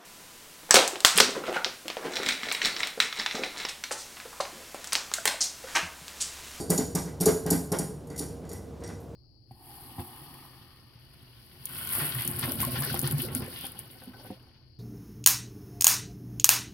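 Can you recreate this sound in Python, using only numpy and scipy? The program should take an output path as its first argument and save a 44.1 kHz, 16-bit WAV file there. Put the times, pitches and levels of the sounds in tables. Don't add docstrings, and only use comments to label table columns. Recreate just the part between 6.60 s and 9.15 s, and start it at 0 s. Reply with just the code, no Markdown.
import sys
import numpy as np
from scipy import signal
from scipy.fft import rfft, irfft
from scipy.io import wavfile
from scipy.ndimage import uniform_filter1d

SR = 44100
rng = np.random.default_rng(int(sys.argv[2]) if len(sys.argv) > 2 else 0)


def to_wav(sig):
    pcm = np.clip(np.atleast_2d(sig), -1, 1) * 32767
    pcm = np.round(pcm).astype(np.int16)
    wavfile.write(sys.argv[1], SR, pcm.T)


def nominal_scale(level):
    x = np.asarray(level, float) / 20
    return 10 ** x


N = 112454
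LEAD, SPAN = 8192, 32768

# (frequency [Hz], level [dB per Hz])
HUM_OUTLINE = [(25, -39), (50, -8), (110, -1.5), (450, -8.5), (800, -17.5), (2000, -36), (6000, -39),
               (15000, -48)]
# (frequency [Hz], width [Hz], height [dB])
HUM_HUMPS = [(149, 8.3, 10.5), (300, 8.3, 6), (470, 13.3, 13)]
# (frequency [Hz], level [dB])
HUM_TONES = [(73, -48), (96.5, -49)]
HUM_DB, FLICKER_DB = -42.5, 0.8

# (frequency [Hz], level [dB])
SIDE_OUTLINE = [(60, -15), (200, -15.5), (700, -11), (1300, -10), (2400, -14), (5000, -23), (9000, -17),
                (13500, -4)]
ROOM_T60_S, ROOM_GAP_S = 0.45, 0.0041
ROD_WET_DB, TABLE_WET_DB = -5, -4

# (time [s], level [dB], favoured pitch [Hz], scrape [dB])
THUDS = [(-.074, -14, 294, -9.5), (.098, -17, 166, -6.5), (.183, -16.5, 264, -15), (0.348, -20.5, 164, -8),
         (0.459, -33, 162, -6.5), (.606, -20, 164, -9), (0.663, -10, 418, -12), (.857, -21, 164, -8.5),
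         (0.91, -14, 263, -12), (1.116, -20, 165, -3.5), (1.19, -21.5, 183, -15.5),
         (1.289, -32.5, 172, -20), (1.5, -32, 300, -10.5), (1.598, -26, 283, -12), (1.692, -37.5, 164, -17),
         (1.829, -37, 165, -9), (1.905, -34.5, 403, -10), (2.209, -38, 300, -4), (2.281, -35, 300, -3)]
TABLE_HZ = [73, 96, 164, 205, 264, 300, 358, 432, 460, 630, 680, 805, 870, 1050]
# (width [Hz], level [dB])
TABLE_RINGS = [(6.05, -6), (7, 0.5), (22, 2.5), (21.9, 1), (21.2, 0.5), (23.2, -0.5), (23.9, -3), (21.2, 6),
               (23.8, -1), (30.2, -9.5), (29.8, -7.5), (32.6, -6.5), (40.5, -15.5), (59, -17.5)]
# (frequency [Hz], level [dB])
SCRAPE_OUTLINE = [(150, -4), (500, 6), (900, 0), (1300, -4), (1550, -1.5), (1750, -9.5), (1950, -4.5),
                  (2500, -15)]
THUD_DB, FAVOUR_DB, FAVOUR_OCT = 2, 8, 0.25
CONTACT_S, SHAKE, PUSH_S, SCRAPE_S = 0.0011, 0.4, 0.05, 0.011

# (time [s], level [dB], chatter [s], brightness [dB per octave])
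JOLTS = [(-.082, -10, 0.0061, -3), (0.094, -29, 0.0067, -12), (0.1008, -13.5, 0.0078, 1.5),
         (0.159, -33, 0.0072, 11), (.177, -15, 0.017, -4.5), (0.3503, -17, 0.0071, -2.5),
         (.601, -31, 0.006, -9), (0.6076, -17.5, 0.013, -3), (0.6264, -32.5, 0.0071, -17),
         (0.6561, -11, 0.017, -1.5), (0.8623, -26, 0.0042, -4.5), (.903, -11.5, 0.014, 0),
         (1.1182, -19, 0.02, -2.5), (1.186, -18, 0.016, -2.5), (1.47, -46, 0.017, 2),
         (1.5005, -36, 0.0017, -3), (1.56, -34, 0.011, -5), (1.577, -29.5, 0.011, -4),
         (1.5873, -21, 0.014, -3.5), (1.619, -56, .006, 2), (1.8512, -47.5, 0.003, -6),
         (1.8913, -35, 0.0027, -3), (1.9297, -32.5, .006, -1), (2.027, -62, 0.0032, -3),
         (2.2, -53.5, 0.013, -8), (2.2364, -36.5, 0.0015, -11), (2.2766, -35, 0.002, -4.5),
         (2.401, -48.5, 0.0041, 15)]
# (time [s], level [dB], length [s])
RUBS = [
    (1.495, -47, .12),
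    (1.9, -52, .11),
    (2.234, -46, .09),
]
# (frequency [Hz], width [Hz], level [dB])
RUB_RINGS = [(1480, 60, -5), (2000, 55, 0)]
ROD_HZ = [3650, 4595, 5655, 6920, 7310, 8205, 9690, 10300, 11230, 12850, 13500, 14650]
# (width [Hz], level [dB])
ROD_RINGS = [(200, -25), (86, -9.5), (84, -6.5), (102, -3.5), (112, -18), (111, -6), (137, -3),
             (117, -10.5), (110, -5.5), (163, -10), (152, -16.5), (143, -13.5)]
# (frequency [Hz], level [dB])
ROD_CROWD = [(2000, -39.5), (3500, -29), (5000, -17), (7000, -17), (10000, -20), (14500, -33), (15600, -44),
             (16200, -37)]
JOLT_DB, RISE_S, CHATTER_EDGE = -0.5, 0.0007, 0.7
RATTLE_DB, RATTLE_T60_S, LUMP_DB = -9, 0.32, 2.0
CLICK_SCATTER_DB, MODE_SCATTER_DB = 2.2, 2.2

TOP_HZ = 15800


def outline_gain(outline, hz):
    corner_hz, db = np.array(outline, float).T
    return nominal_scale(np.interp(np.log(hz + 1), np.log(corner_hz), db))


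def causal(gain):
    cepstrum = irfft(np.log(gain + 1e-9))
    half = len(cepstrum) // 2
    cepstrum[1:half] *= 2
    cepstrum[half + 1:] = 0
    return np.exp(rfft(cepstrum))


def resonances(rings, extra_db, hz):
    total = 0
    for k, ((f, width, db), extra) in enumerate(zip(rings, extra_db)):
        detune = (hz - f * f / (hz + 1)) / width
        total = total + (-1) ** k * nominal_scale(db + extra) / (1 + 1j * detune)
    return total


def strike(track, time, burst, response, peak_db):
    ring = irfft(rfft(burst) * response, SPAN)
    ring = ring * nominal_scale(peak_db) / np.abs(ring).max()
    start = int(time * SR) + LEAD
    n = min(SPAN, len(track) - start)
    track[start:start + n] += ring[:n]


def hum():
    hz = np.arange(N // 2 + 1) * SR / N
    humps_db = sum(db / (1 + ((hz - f) / width * 2) ** 2) for f, width, db in HUM_HUMPS)
    gain = outline_gain(HUM_OUTLINE, hz) * nominal_scale(humps_db)
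    steps = np.repeat(rng.standard_normal(N // 4000 + 1), 4000)[:N]
    slow = uniform_filter1d(steps, size=4000)
    noise = irfft(rfft(rng.standard_normal((2, N))) * gain, N) * nominal_scale(FLICKER_DB * slow)
    turn = 2 * np.pi * np.arange(N) / SR
    drone = 0
    for k, (f, db) in enumerate(HUM_TONES):
        level = nominal_scale(db + 2 * np.roll(slow, 9000 * k))
        wander = np.roll(slow, 30000 + 9000 * k)
        drone = drone + level * np.sin(f * turn + wander)
    return noise * nominal_scale(HUM_DB) / noise[0].std() + drone * np.array([[1], [0.5]])


def room(x, t):
    echoes = rng.standard_normal(SPAN) * nominal_scale(-60 * t / ROOM_T60_S) * (t > ROOM_GAP_S)
    echoes = echoes / np.sqrt(np.sum(echoes ** 2))
    return signal.fftconvolve(x, echoes)[:len(x)]


def table(t, hz):
    out = np.zeros(N + LEAD)
    scrape = causal(outline_gain(SCRAPE_OUTLINE, hz) / (1 + (hz / 5000) ** 8))
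    rings = [(f, width, db) for f, (width, db) in zip(TABLE_HZ, TABLE_RINGS)]
    soft = 1 / (1 + 1j * hz * CONTACT_S) ** 2 * (1j * hz / (1j * hz + 70)) ** 2
    for time, db, favour_hz, scrape_db in THUDS:
        lift = [FAVOUR_DB * np.exp(-(np.log2(f / favour_hz) / FAVOUR_OCT) ** 2) for f in TABLE_HZ]
        shaking = SHAKE * rng.standard_normal(SPAN) * np.exp(-t / PUSH_S)
        push = (t == 0) * 30.0 + shaking
        strike(out, time, push, resonances(rings, lift, hz) * soft, db + THUD_DB)
        grit = rng.standard_normal(SPAN) * t ** 2 * np.exp(-t / SCRAPE_S)
        strike(out, time, grit, scrape, db + scrape_db)
    return out


def clicks():
    strength_db = CLICK_SCATTER_DB * rng.exponential(size=SPAN // 16)
    return rng.standard_normal(SPAN) * np.repeat(nominal_scale(strength_db), 16)


def rod_body(rings, crowd, tilt_db, hz):
    scatter_db = MODE_SCATTER_DB * rng.standard_normal(len(rings))
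    gain = np.hypot(np.abs(resonances(rings, scatter_db, hz)), crowd)
    octaves = np.log2(np.clip(hz, 2e3, 2e4) / 8e3)
    return causal(gain * nominal_scale(tilt_db * octaves))


def thread_rubs(out, t, hz):
    band = 1j * hz / (1j * hz + 1500) / (1 + 1j * hz / 2000)
    body = resonances(RUB_RINGS, (0, 0), hz) * band
    for time, db, length in RUBS:
        swell = (1 - np.exp(-t / 0.006)) * np.exp(-(t / length) ** 2)
        strike(out, time, clicks() * swell, body, db)


def nut(t, hz):
    out = np.zeros(N + LEAD)
    crowd = outline_gain(ROD_CROWD, hz)
    rings = [(f, width, db) for f, (width, db) in zip(ROD_HZ, ROD_RINGS)]
    for time, db, hold, tilt_db in JOLTS:
        chatter = clicks() * np.exp(-(t / np.clip(hold, 0.002, 0.011)) ** 4)
        chatter = chatter - CHATTER_EDGE * np.roll(chatter, 1)
        lumps = np.repeat(rng.standard_normal(SPAN // 256), 256)
        lumps = uniform_filter1d(lumps, size=128)
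        rattle = clicks() * nominal_scale(RATTLE_DB + LUMP_DB * lumps - 60 * t / RATTLE_T60_S)
        burst = (chatter + rattle) * (1 - np.exp(-t / RISE_S))
        strike(out, time, burst, rod_body(rings, crowd, tilt_db, hz), db + JOLT_DB)
    thread_rubs(out, t, hz)
    return out


def scene():
    t = np.arange(SPAN) / SR
    hz = np.arange(SPAN // 2 + 1) * SR / SPAN
    air, wood, rod = hum(), table(t, hz), nut(t, hz)
    send = nominal_scale(ROD_WET_DB) * rod + nominal_scale(TABLE_WET_DB) * wood
    mid = (rod + wood + room(send, t))[LEAD:] + air[0]
    smear = rng.standard_normal(200) / np.sqrt(200)
    rod_side = signal.fftconvolve(rod, smear)[:N + LEAD]
    side = (rod_side + np.roll(wood, 900) + room(send, t))[LEAD:] + air[1]
    side_gain = outline_gain(SIDE_OUTLINE, np.arange(N // 2 + 1) * SR / N)
    side = irfft(rfft(side) * side_gain, N)
    return np.array([0.96 * mid + side, 1.04 * mid - side])


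def roll_off(x):
    return signal.sosfilt(signal.butter(12, 16470, fs=SR, output="sos"), x)


def record(dry):
    treble_cut = signal.butter(8, TOP_HZ, fs=SR, output="sos")
    mix = signal.sosfilt(treble_cut, dry)
    return roll_off(mix)


dry = scene()
out = record(dry)
to_wav(out)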